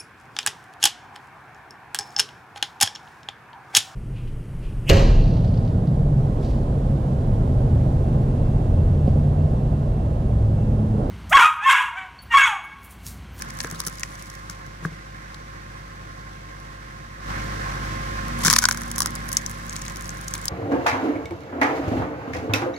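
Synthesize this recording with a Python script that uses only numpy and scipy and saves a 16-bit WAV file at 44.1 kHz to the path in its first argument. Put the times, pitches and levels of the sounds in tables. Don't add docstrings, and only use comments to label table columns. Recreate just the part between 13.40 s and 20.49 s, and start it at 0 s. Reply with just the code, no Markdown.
import sys
import numpy as np
from scipy import signal
from scipy.fft import rfft, irfft, next_fast_len
from scipy.io import wavfile
from scipy.ndimage import uniform_filter1d, map_coordinates

SR = 44100
rng = np.random.default_rng(int(sys.argv[2]) if len(sys.argv) > 2 else 0)


def natural_amplitude(level_db):
    exponent = np.asarray(level_db, float) / 20
    return 10 ** exponent


def file_out(sig):
    cols = np.atleast_2d(sig).T
    lim = np.clip(cols, -1, 1)
    pcm = np.round(lim * 32767).astype(np.int16)
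    wavfile.write(sys.argv[1], SR, pcm)


N = 312669
RUSH_TOP_HZ = 15750
SIDES = np.array([[.5], [-.5]])

# time in seconds, level in dB, ring in Hz,
# log knock in dB relative to the crack, top fizz in dB relative to the crack.
FIRST_CRACKS = [(0.012, -37, 5500, -19, -7), (.021, -27.5, 5370, -5, -1), (0.101, -38, 4770, -5, -4),
                (0.105, -34, 6000, -12, -9), (.1884, -32.5, 6070, -10, -5), (0.2033, -22, 4740, -7, -15),
                (0.2139, -28, 6430, -13, -12), (.2372, -35, 6050, -5, -1), (0.246, -28.5, 5950, -0.5, -11),
                (0.3116, -30.5, 6050, -5.5, 1), (0.402, -22, 4970, -12.5, -2), (0.437, -40, 4820, -2, -5),
                (0.4681, -23, 5900, -11, -2), (0.473, -25, 6150, -13, 1.5), (0.4815, -29.5, 5400, -9, -3),
                (0.584, -37, 5210, -18, -10), (0.596, -33, 6500, -16, 1), (0.633, -21, 5800, -4.5, -15),
                (0.754, -39, 5760, -30, -12), (0.824, -37, 5830, -19, 1), (.9, -34.5, 5770, -18, -7),
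                (0.952, -39, 5500, -19, -7), (1.098, -29, 5900, -11, -7), (1.944, -37.5, 4100, -10.5, -16)]
SPLIT_CRACKS = [(4.882, -36.5, 5850, -4, 0), (4.99, -37, 6040, -13, 5), (5.049, -13.5, 6260, -9.5, -0.5),
                (5.055, -14, 5470, -18, -17), (5.0612, -13, 5760, -9, -16), (5.069, -11, 6240, -18, -11),
                (5.0812, -13.5, 5900, -1.5, -11), (5.0998, -7, 5600, -13, -8), (5.107, -15, 5900, -3.5, -9),
                (5.112, -17, 5660, -13, -6), (5.1283, -11.5, 5500, -5, 0.5), (5.136, -11.5, 5130, -8, -12),
                (5.163, -12.5, 4600, -5, -8), (5.1871, -4, 5700, -12, -7), (5.222, -21, 6080, -6, -5),
                (5.239, -16, 5460, 0, -5), (5.2535, -7, 5000, -9.5, -14), (5.2867, -16, 6070, -0.5, -1.5),
                (5.311, -15, 5250, -4, -10), (5.323, -25, 6600, -15, -2), (5.346, -30, 5900, -2, -2),
                (5.3733, -27.5, 6000, -5, -2), (5.417, -34, 6310, 2, 4), (5.4342, -32, 6000, -10, -6)]
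WIDENING_CRACKS = [(5.5144, -23, 5960, -16, -2.5), (5.56, -30.5, 6460, -20, -1),
                   (5.5815, -21.5, 5940, -6.5, 2.5), (5.5887, -25, 5950, -27, 5),
                   (5.604, -15, 5600, -11, 1.5), (5.6194, -17.5, 5400, -10, -3), (5.63, -25, 6060, -13, -6),
                   (5.659, -17.5, 5600, -7.5, -0.5), (5.6708, -27, 5440, -13, -8),
                   (5.706, -36, 5950, -20, 1), (5.753, -27.5, 7340, -26, 1.5),
                   (5.758, -32.5, 5130, -17, -4), (5.889, -31.5, 5810, -17, 0),
                   (5.917, -27.5, 5770, -23, -2), (5.929, -23, 6200, -21, 2), (5.95, -44, 6020, -20, 5),
                   (5.969, -7.5, 6260, -33, -21), (6.0125, -39, 6120, -10, -11),
                   (6.0625, -20, 6200, -24, -8), (6.096, -33.5, 6860, -17, 2), (6.113, -36, 6360, -22, 4)]
LAST_CRACKS = [(6.2655, -44, 6640, -17, 6), (6.2955, -23.5, 6950, -25, -18), (6.3072, -34, 6200, -30, -15),
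               (6.327, -34, 5000, -11, -6), (6.357, -34, 4030, -14, -8), (6.364, -24, 6240, -13.5, -8),
               (6.417, -30.5, 6370, -16, -6), (6.42, -28, 6300, -16, -11), (6.463, -34.5, 3973, -11, -10),
               (6.481, -27, 6616, -14, -12), (6.498, -34.5, 5900, -5, -3), (6.559, -32.5, 5410, -12, -4),
               (6.5695, -32.5, 5950, -11, -2), (6.6092, -33, 6910, -9, -3), (6.6227, -34, 6820, -30, -2),
               (6.6562, -34, 5384, -30, -4), (6.6925, -27, 6350, -17, -7), (6.7039, -32, 7490, -30, -15),
               (6.812, -39, 6265, -16, 5), (6.881, -22.5, 6380, -29, -10), (6.9381, -18.5, 6600, -21, -8),
               (6.9512, -33, 3660, -4, 0), (7.0556, -21, 7300, -31, -6), (7.0811, -17, 5000, -31, -11)]
# time in seconds, level in dB, ring in Hz, log knock in relative dB.
SNAPS = [(.172, -39, 7000, -12), (0.27, -39, 5500, -2), (.3005, -38, 6070, -10), (0.3462, -42.5, 3930, 0),
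         (.356, -43, 4000, -10), (.391, -38, 6000, -6), (.396, -37, 6300, -15), (.415, -37.5, 5200, -4),
         (.4496, -37, 5200, -18), (.526, -41, 6780, -12), (.554, -43, 4760, -16), (.793, -44, 5660, -5),
         (5.051, -22, 6000, -14), (5.0581, -21, 5970, -6), (5.0715, -26, 6300, -19), (5.087, -31, 6000, -2),
         (5.156, -26, 5400, -20), (5.161, -18, 5400, -13), (5.184, -19, 5400, -14), (5.203, -41, 5000, -8),
         (5.216, -33, 5500, -8), (5.2262, -26, 6000, -3), (5.2305, -26, 5800, -2), (5.292, -26, 7500, -6),
         (5.3267, -28, 6300, -6), (5.409, -36, 6000, -4), (5.479, -41, 6500, -13), (5.556, -36, 6300, -20),
         (5.625, -30, 6000, -15), (5.649, -42, 5200, -15), (6.281, -45, 6000, -20), (6.342, -46, 6000, -20),
         (6.3914, -42, 6330, -20), (6.403, -51, 6500, -20), (6.451, -37, 5800, -7),
         (6.5206, -40, 7500, -20), (6.6438, -41, 6140, -20), (6.7705, -40.5, 6020, -20),
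         (6.8434, -41, 6010, -20), (6.9077, -39, 8000, -20), (6.912, -39, 7000, -20),
         (6.946, -38, 5000, -9), (6.979, -35, 7500, -20), (7.0144, -36, 7980, -20), (7.043, -40, 6460, -20),
         (0.602, -40, 7000, -20), (.607, -36, 6500, -7)]
# time in seconds, level in dB, ring in Hz.
TICKS = [(.006, -43, 7000), (.048, -47, 11000), (.088, -43, 6000), (.138, -45, 11000), (.151, -44, 9000),
         (.1995, -38, 11000), (.209, -34, 8000), (.23, -35, 10000), (.2555, -41, 9000), (.325, -39, 8000),
         (0.4652, -25, 10100), (.497, -39, 9000), (.725, -50, 5950), (.858, -42, 6190), (1.11, -43, 5700),
         (1.264, -45, 5180), (5.147, -41, 7000), (5.168, -25, 9000), (5.297, -32, 8000), (5.339, -45, 8000),
         (5.378, -38, 8000), (5.385, -41, 6000), (5.4, -43, 10000), (5.427, -48, 7000), (5.46, -42, 10000),
         (5.484, -44, 10000), (5.503, -41, 6000), (5.5158, -32, 8000), (5.791, -46, 9000),
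         (5.849, -51, 13150), (5.8565, -45, 12000), (5.867, -43, 10000), (5.883, -37, 9000),
         (5.8865, -39, 6000), (5.891, -34, 11000), (5.9262, -36, 9000), (5.9325, -30, 10000),
         (5.937, -35, 7000), (5.947, -38, 8000), (5.951, -38, 10000), (5.9707, -16.5, 6130),
         (6.025, -45, 12000), (6.104, -40, 11000), (6.779, -44, 11000), (6.878, -41, 11000),
         (6.884, -37, 6500), (6.94, -33, 6500), (7.055, -25, 13700), (7.0785, -38, 8000),
         (6.176, -47, 9000), (6.332, -34, 6500), (6.384, -44, 7000), (6.458, -41, 10000),
         (6.667, -41, 9000), (6.679, -41, 10000), (6.742, -47, 10000), (6.747, -47, 9000), (3.2, -46, 5100),
         (1.947, -48, 5800), (5.063, -17, 6800)]


def cracks(usual_ms=1.42, usual_hz=5900, thick_lasts=2.03, snap_lasts=1.86, tick_ms=1.47):
    def length_ms(hz):
        return usual_ms * (usual_hz / hz) ** thick_lasts

    snap_fizz_db, tick_knock_db, tick_fizz_db = -4.5, -18, -4
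    rows = []
    for s, db, hz, knock_db, fizz_db in FIRST_CRACKS + SPLIT_CRACKS + WIDENING_CRACKS + LAST_CRACKS:
        rows.append((s, db, knock_db, fizz_db, length_ms(hz), hz))
    for s, db, hz, knock_db in SNAPS:
        rows.append((s, db, knock_db, snap_fizz_db, snap_lasts * length_ms(hz), hz))
    for s, db, hz in TICKS:
        rows.append((s, db, tick_knock_db, tick_fizz_db, tick_ms, hz))
    return rows


# frequency in Hz, level in dB.
SPLINTER_SPECTRUM = [(700, -72), (1800, -50), (3000, 6), (4500, 7.5), (5800, 8.5), (7000, 8), (8500, 5),
                     (10500, -35)]
FIZZ_SPECTRUM = [(4000, -75), (7000, -22), (8500, 5.5), (10500, 9), (13000, 0), (16000, 0)]
# time in seconds, ring in Hz.
FACE_RING = [(.02, 1720), (.2, 1790), (.245, 1590), (.4, 1090), (.63, 1870), (1.1, 1310), (5.05, 1450),
             (5.083, 1600), (5.1, 1830), (5.13, 1170), (5.165, 1780), (5.19, 1470), (5.35, 1530),
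             (5.58, 1096), (5.62, 1160), (5.66, 1240), (5.97, 2130), (7.09, 1590)]


def splinters(snap_db=-1, tail_db=-24, tail_t60=0.073, knock_t60=0.0079, width=0.49, knock_apart=0.42,
              face_db=2, face_width=0.13, log_db=13):
    size, alike = 2048, 0.55
    rise, hold, drop = 0.1, 1, 1.24
    deep_broadens, usual_knock_db = 0.43, -14
    hiss, push = np.zeros((2, N + SR)), np.zeros((2, N + SR))
    t, f = np.arange(size) / SR, np.fft.rfftfreq(size, 1 / SR)
    rows = cracks()
    chance = rng.standard_normal((len(rows), 3, 3, size))
    broad = natural_amplitude(along(SPLINTER_SPECTRUM, f) - 18.0)
    fizz = causal(natural_amplitude(along(FIZZ_SPECTRUM, f)))
    for (s, db, knock_db, fizz_db, ms, hz), draw in zip(rows, chance):
        start, head = round(s * SR), round(ms / 1000 * SR)
        at = slice(start, start + size)

        noise = np.sqrt(alike) * draw[:, :1] + np.sqrt(1 - alike) * draw[:, 1:]
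        progress = t / (ms / 1000)
        tail = natural_amplitude(tail_db - 60 * t / tail_t60)
        burst = np.minimum(progress / rise, 1) * (np.exp(-(progress / hold) ** drop) + tail)
        broader = natural_amplitude(deep_broadens * (knock_db - usual_knock_db))
        ring = causal(np.abs(resonant([(hz, width * hz, 0)])(f)) ** 3 + broad * broader)

        blow = natural_amplitude(-60 * t / knock_t60) * (draw[2, :1] + knock_apart * draw[2, 1:])
        face_hz = np.interp(s, *np.transpose(FACE_RING))
        face = resonant([(face_hz, face_width * face_hz, 0), (1.5 * face_hz, 500, -12)])(f)

        layers = [(noise[0] * burst, ring, db + snap_db),
                  (noise[1] * burst, fizz, db + snap_db + fizz_db),
                  (blow, face, db + knock_db + face_db)]
        for source, colour, level_db in layers:
            part = irfft(evened(source) * colour, size)
            hiss[:, at] += natural_amplitude(level_db) * part / np.sqrt(np.mean(part[:, :head] ** 2))
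        push[:, at] += natural_amplitude(db + knock_db) * blow / np.sqrt(np.mean(blow[:, :head] ** 2))
    return hiss[:, :N] + natural_amplitude(log_db) * log_halves(push[:, :N])


# start in seconds, end in seconds, tearing in dB.
PUSHES = [
    (-.1, 1.176, -53.5),
    (4.9, 7.405, -52.5),
]
# time in seconds, level in dB, rise in seconds, fall in seconds.
RIPS = [
    (1.11, -48, 0.0055, 0.042),
    (1.45, -44.5, 0.013, 0.012),
    (5.04, -29, 0.025, .01),
    (5.057, -21.5, 0.0079, 0.063),
    (5.229, -32, 0.0084, 0.0055),
]


def tear_level(around_db=-30, before_s=0.0008, after_s=0.018):
    t = np.arange(0, N, 64) / SR
    swells = [(s, db + around_db, before_s, after_s) for s, db, *_ in cracks()] + RIPS
    power = np.zeros(len(t))
    for s, db, rise, fall in swells:
        distance = np.where(t < s, (s - t) / rise, (t - s) / fall)
        power += natural_amplitude(db) ** 2 * np.exp(-2 * distance)
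    for start, end, db in PUSHES:
        power += natural_amplitude(db) ** 2 * np.clip(np.minimum(t - start, end - t) / 0.35, 0, 1) ** 2
    return np.interp(np.arange(N) / SR, t, np.sqrt(power))


def tearing(rate=900, spread_db=10):
    ticks = (rng.random(N) < rate / SR) * natural_amplitude(spread_db * rng.random(N))
    decay = natural_amplitude(-60 * np.arange(600) / SR / 0.016)
    grains = tear_level() * unit(signal.fftconvolve(ticks, decay)[:N])
    noise = pair(SPLINTER_SPECTRUM, [(1000, 0.12)]) + natural_amplitude(-4.5) * pair(FIZZ_SPECTRUM, [(1000, 0.12)])
    fibres = filtered(grains * noise, lambda hz: hz < RUSH_TOP_HZ)
    push = grains * pair([(1000, 0)], [(1000, 0.83)])
    return fibres + natural_amplitude(14.0) * log_halves(push)


# centre in Hz, width in Hz, level in dB.
LOG_MODES = [
    [(1014, 90, 7), (1160, 227, 4)],
    [(1610, 690, 2), (1760, 740, 2.5), (2177, 210, 3.5)],
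]
# time in seconds, share of the short half from 0 to 1.
SHORT_SHARE = [(0, 0.8), (5.05, 0.36), (5.14, 0.45), (5.18, 0.64), (5.33, 0.44), (5.55, 0.6), (5.67, 0.1),
               (5.95, 0.8), (7.09, 0.7)]


def log_halves(push):
    share = np.clip(curves(SHORT_SHARE)[0], 0, 1)
    long_half = filtered(push * np.sqrt(1 - share), resonant(LOG_MODES[0]))
    short_half = filtered(push * np.sqrt(share), resonant(LOG_MODES[1]))
    return long_half + short_half


# time in seconds, beam in dB, tray in dB and loose piece in dB relative to the beam.
THUDS = [(.244, -33.5, 15.5, 9), (0.263, -48, -1, 19), (0.267, -44, 5, 11), (.276, -48, 1, 18),
         (0.341, -41, -5, 9), (.322, -23, -6, -10), (0.469, -26, -1, -6), (1.095, -34, -24, 4.5),
         (1.424, -25.5, -8, -25), (1.450, -16, -3.5, 2), (1.475, -34, 1, -20), (1.518, -33, 1.5, -20),
         (5.051, -15, -15, -20), (5.075, -16, 0, -18)]
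# centre in Hz, width in Hz, level in dB.
BEAM_MODES = [(161.4, 22, 3), (212, 40, -14.5)]
TRAY_MODES = [(308, 150, -1.5), (468, 43, 4), (780, 990, -4.5)]
BILLET_MODES = [(1130, 170, -1.5), (1650, 290, 0.5)]


def frame():
    beam, tray, wood = np.zeros((3, N))
    for s, db, tray_db, billet_db in THUDS:
        at = round(s * SR)
        steel_at = at + SR // 400
        beam[steel_at] = natural_amplitude(db + 47.0)
        tray[steel_at] = natural_amplitude(db + tray_db + 36.0)
        wood[at] = natural_amplitude(db + billet_db + 31.5)

    def soft(hz):
        return 1 / (1 + 1j * hz / 450) ** 2

    steel = filtered(filtered(beam, resonant(BEAM_MODES)) + filtered(tray, resonant(TRAY_MODES)), soft)
    billet = filtered(wood, lambda hz: resonant(BILLET_MODES)(hz) ** 2)
    return (steel + billet) * natural_amplitude([[1], [-1]])


# time in seconds, pressure from 0 to 1.
PRESSURE = [(0, 0.82), (.6, 0.67), (.9, 0.34), (3.9, 0), (4.5, 0.62), (4.82, 0.63), (4.86, 0.84),
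            (5.15, 0.98), (5.58, 0.9), (5.95, 0.82), (6.4, 0.75), (7.09, 0.45)]


def ram(hum_hz=235, pump_hz=177):
    hum_db, hum_span_db, pulse_db, pulse_span_db = -48, 40, -54, 15.5
    slack = 1 - curves(PRESSURE)[0]
    out = 0
    for hz, db in ((hum_hz, hum_db - hum_span_db * slack), (pump_hz, pulse_db - pulse_span_db * slack)):
        turns = np.cumsum(hz * (1 + 0.00072 * wobble(7.4))) / SR
        level = natural_amplitude(db + 6 + 0.76 * wobble(3.8))
        out = out + level * np.sin(2 * np.pi * turns + np.array([[-.35], [.35]]))
    return out


# time in seconds, firing rate in Hz.
SPEED = [(0, 50.2), (.4, 50.4), (.65, 50.63), (1.9, 50.62), (2.2, 50.53), (3.8, 50.53), (4.8, 50.58),
         (5.8, 50.6), (7.09, 50.63)]
# multiple of the engine cycle, level in dB.
FIRING = [(4, -44), (8, -49), (12, -54), (16, -57), (24, -62), (36, -63), (40, -64)]
UNEVEN = [(18, -64), (19, -66), (21, -67), (25, -62), (26, -65), (31, -68), (34, -68), (44, -64), (47, -66),
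          (61, -66), (62, -65), (84.92, -63), (92, -63), (93, -61), (94, -65), (104, -60), (122, -64),
          (126, -62), (129, -62), (139, -64)]
PUMP = [(14, -59), (28, -62), (42, -55), (42.93, -62), (56, -63), (70, -69), (112, -61), (168, -62)]
FAN = [(10.74, -52), (12.87, -59), (23.57, -64), (37.18, -64)]
# frequency in Hz, left-right difference in dB.
TONE_PAN_DB = [(100, .5), (260, 2), (430, 2), (470, -3.5), (900, -5), (1170, -2), (2100, -4)]
# frequency in Hz, right lead in rad.
TONE_LEAD_RAD = [(50, 0), (150, .4), (350, 1), (470, 2.3), (1420, 2.5), (1540, 4.6), (2120, 5.6)]
# rate in Hz, depth as a share, phase in rad.
RUNOUT = [(11.53, .4, -.9), (23.06, .25, -1.8), (25.28, .15, 0), (12.64, .08, 1)]
# frequency in Hz, level in dB per Hz.
ROAR_SPECTRUM = [(13, -36), (24, -17), (49, -12), (122, -5), (319, -14), (539, -17), (653, -16), (920, -15),
                 (1070, -7), (1230, -9.5), (1620, -8.5), (2740, -21.5), (5930, -25), (16000, -49.5)]
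# frequency in Hz, left-right likeness from 0 to 1.
ROAR_ALIKE = [(60, .998), (150, .97), (400, .85), (900, .6), (2000, .5), (3000, .15), (9000, .05)]
# frequency in Hz, right lead in rad.
ROAR_LEAD_RAD = [(50, 0), (250, .8), (500, 2.3), (1200, 2.6), (2200, 4.5), (4000, 9)]
# frequency in Hz, left-right difference in dB.
MACHINE_EARS_DB = [(300, -0.5), (700, -5), (1300, 1), (2000, -11), (2600, 1.5), (4500, -1), (6000, 7.5),
                   (8000, -9), (11500, -12), (15500, -18)]


def machine(roar_db=-44, tone_db=0, throb=0.077):
    idle_hz, mesh_hz, mesh_db = 50.55, 1061.3, -51
    firing_hz, = curves(SPEED)
    clock = np.cumsum(firing_hz / idle_hz * (1 + .0005 * wobble(8))) / SR
    tones = np.zeros((2, N))
    for multiple, db in FIRING + UNEVEN + PUMP + FAN:
        hz = multiple * idle_hz / 4
        pan_db, lead = along(TONE_PAN_DB, hz), along(TONE_LEAD_RAD, hz)
        unsteady_db = (0.24 + 0.54 * min(hz / 700, 1)) * wobble(11)
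        level = natural_amplitude(unsteady_db) * natural_amplitude(db + 1.5 + pan_db * SIDES)
        tones += level * np.sin(2 * np.pi * (hz * clock + rng.random()) - lead * SIDES)

    swell = 1 + sum(depth * np.cos(2 * np.pi * hz * clock + phase) for hz, depth, phase in RUNOUT)
    mesh_level = swell * natural_amplitude(mesh_db - 1.0 + wobble(3.3) - 9.8 * SIDES)
    tones += mesh_level * np.sin(2 * np.pi * mesh_hz * clock - 2.36 * SIDES)

    firing_beat = throb * np.sin(2 * np.pi * idle_hz * clock)
    cycle_beat = 0.04 * np.sin(np.pi / 2 * idle_hz * clock)
    rush = mottled(pair(ROAR_SPECTRUM, ROAR_ALIKE), patchy_db=1.62)
    rush = filtered(rush, lambda hz: np.exp(-1j * SIDES * along(ROAR_LEAD_RAD, hz)))
    rush = rush * (1 + firing_beat + cycle_beat) * natural_amplitude(0.46 * wobble(24))
    rush = filtered(rush, lambda hz: natural_amplitude(along(MACHINE_EARS_DB, hz) * SIDES) * (hz < RUSH_TOP_HZ))
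    return natural_amplitude(tone_db) * tones + natural_amplitude(roar_db) * rush


# start in seconds, change in dB, duration in seconds.
GAIN_STEPS = [
    (0, -2.5, 0.76),
    (3.802, 10, 0.098),
    (5.065, -4.5, 0.26),
    (5.25, 0.5, .35),
    (5.944, -2, 0.033),
]


def gain_db(start_db=3.5):
    t = np.arange(N) / SR
    return start_db + sum(db * np.clip((t - s) / took, 0, 1) for s, db, took in GAIN_STEPS)


def ports(x, shading, left_lead=0):
    hz = np.fft.rfftfreq(1024, 1 / SR)
    delay = np.exp(2j * np.pi * hz * (left_lead * SIDES - 8 / SR))
    colour = causal(natural_amplitude(along(shading, hz) * SIDES)) * delay
    return signal.fftconvolve(x, irfft(colour), axes=1)[:, 8:N + 8]


def pair(spectrum, alike):
    def shared_and_apart(hz):
        turn = np.arccos(np.clip(along(alike, hz), -1, 1)) / 2
        return natural_amplitude(along(spectrum, hz)) * [np.cos(turn), np.sin(turn)]

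    both, apart = filtered(rng.standard_normal((2, N)), shared_and_apart)
    return unit(np.array([both + apart, both - apart]))


def mottled(x, patchy_db):
    hz, _, z = signal.stft(x, SR, nperseg=512)
    field = uniform_filter1d(rng.standard_normal(z.shape[1:]), 5, 0)
    field = uniform_filter1d(field, 10, 1)
    depth = along([(2300, 1), (3200, .1)], hz)[:, None]
    return signal.istft(z * natural_amplitude(patchy_db * depth * unit(field)), nperseg=512)[1][:, :N]


def resonant(modes):
    def response(f):
        total = 0
        for k, (centre, width, db) in enumerate(modes):
            damping = 1j * f * width
            total = total + (-1) ** k * natural_amplitude(db) * damping / (centre * centre - f * f + damping)
        return total
    return response


def causal(gain):
    cepstrum = irfft(np.log(np.abs(gain) + 1e-6))
    half = cepstrum.shape[-1] // 2
    fold = np.r_[1, np.full(half - 1, 2), 1, np.zeros(half - 1)]
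    return np.exp(rfft(cepstrum * fold))


def evened(z):
    spectrum = rfft(z)
    power = np.abs(spectrum.sum(axis=0)) ** 2 + .3 * (np.abs(spectrum) ** 2).sum(axis=0)
    return spectrum * causal(uniform_filter1d(power, size=24) ** -.4)


def filtered(x, response):
    m = next_fast_len(N + 8192)
    return irfft(rfft(x, m) * response(np.fft.rfftfreq(m, 1 / SR)), m)[..., :N]


def wobble(rate):
    coarse = np.arange(0, N + 64, 64)
    knots = rng.standard_normal(int(N * rate / SR) + 4)
    return np.interp(np.arange(N), coarse, map_coordinates(knots, [coarse * rate / SR]))


def curves(rows):
    s, *cols = np.transpose(rows)
    return [np.interp(np.arange(N) / SR, s, c, left=c[0], right=c[-1]) for c in cols]


def along(points, hz):
    f, v = np.transpose(points)
    return np.interp(np.log(hz + 1), np.log(f + 1), v)


def unit(x):
    return x / np.sqrt(np.mean(x ** 2) + 1e-20)


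# frequency in Hz, left-right difference in dB.
WOOD_EARS_DB = [(300, 0), (1200, 0), (2000, -3), (3000, 6), (4300, -1), (5600, 9), (6600, 7), (8300, -4),
                (11300, -10), (13000, -4), (15500, -5)]


def scene():
    engine = natural_amplitude(gain_db()) * (machine() + ram())
    wood = ports(splinters() + tearing(), WOOD_EARS_DB, left_lead=2.2 / SR)
    return engine + wood + frame()


def top_cut(x):
    return signal.sosfilt(signal.butter(12, 16470, fs=SR, output="sos"), x)


def record(dry):
    top_hz, slope_db_per_100_hz = 15900, -5
    limited = dry / (1 + np.abs(dry / .93) ** 8) ** (1 / 8)
    mix = filtered(limited, lambda hz: natural_amplitude(slope_db_per_100_hz * np.maximum(hz - top_hz, 0) / 100))
    return top_cut(mix)


dry = scene()
out = record(dry)
file_out(out)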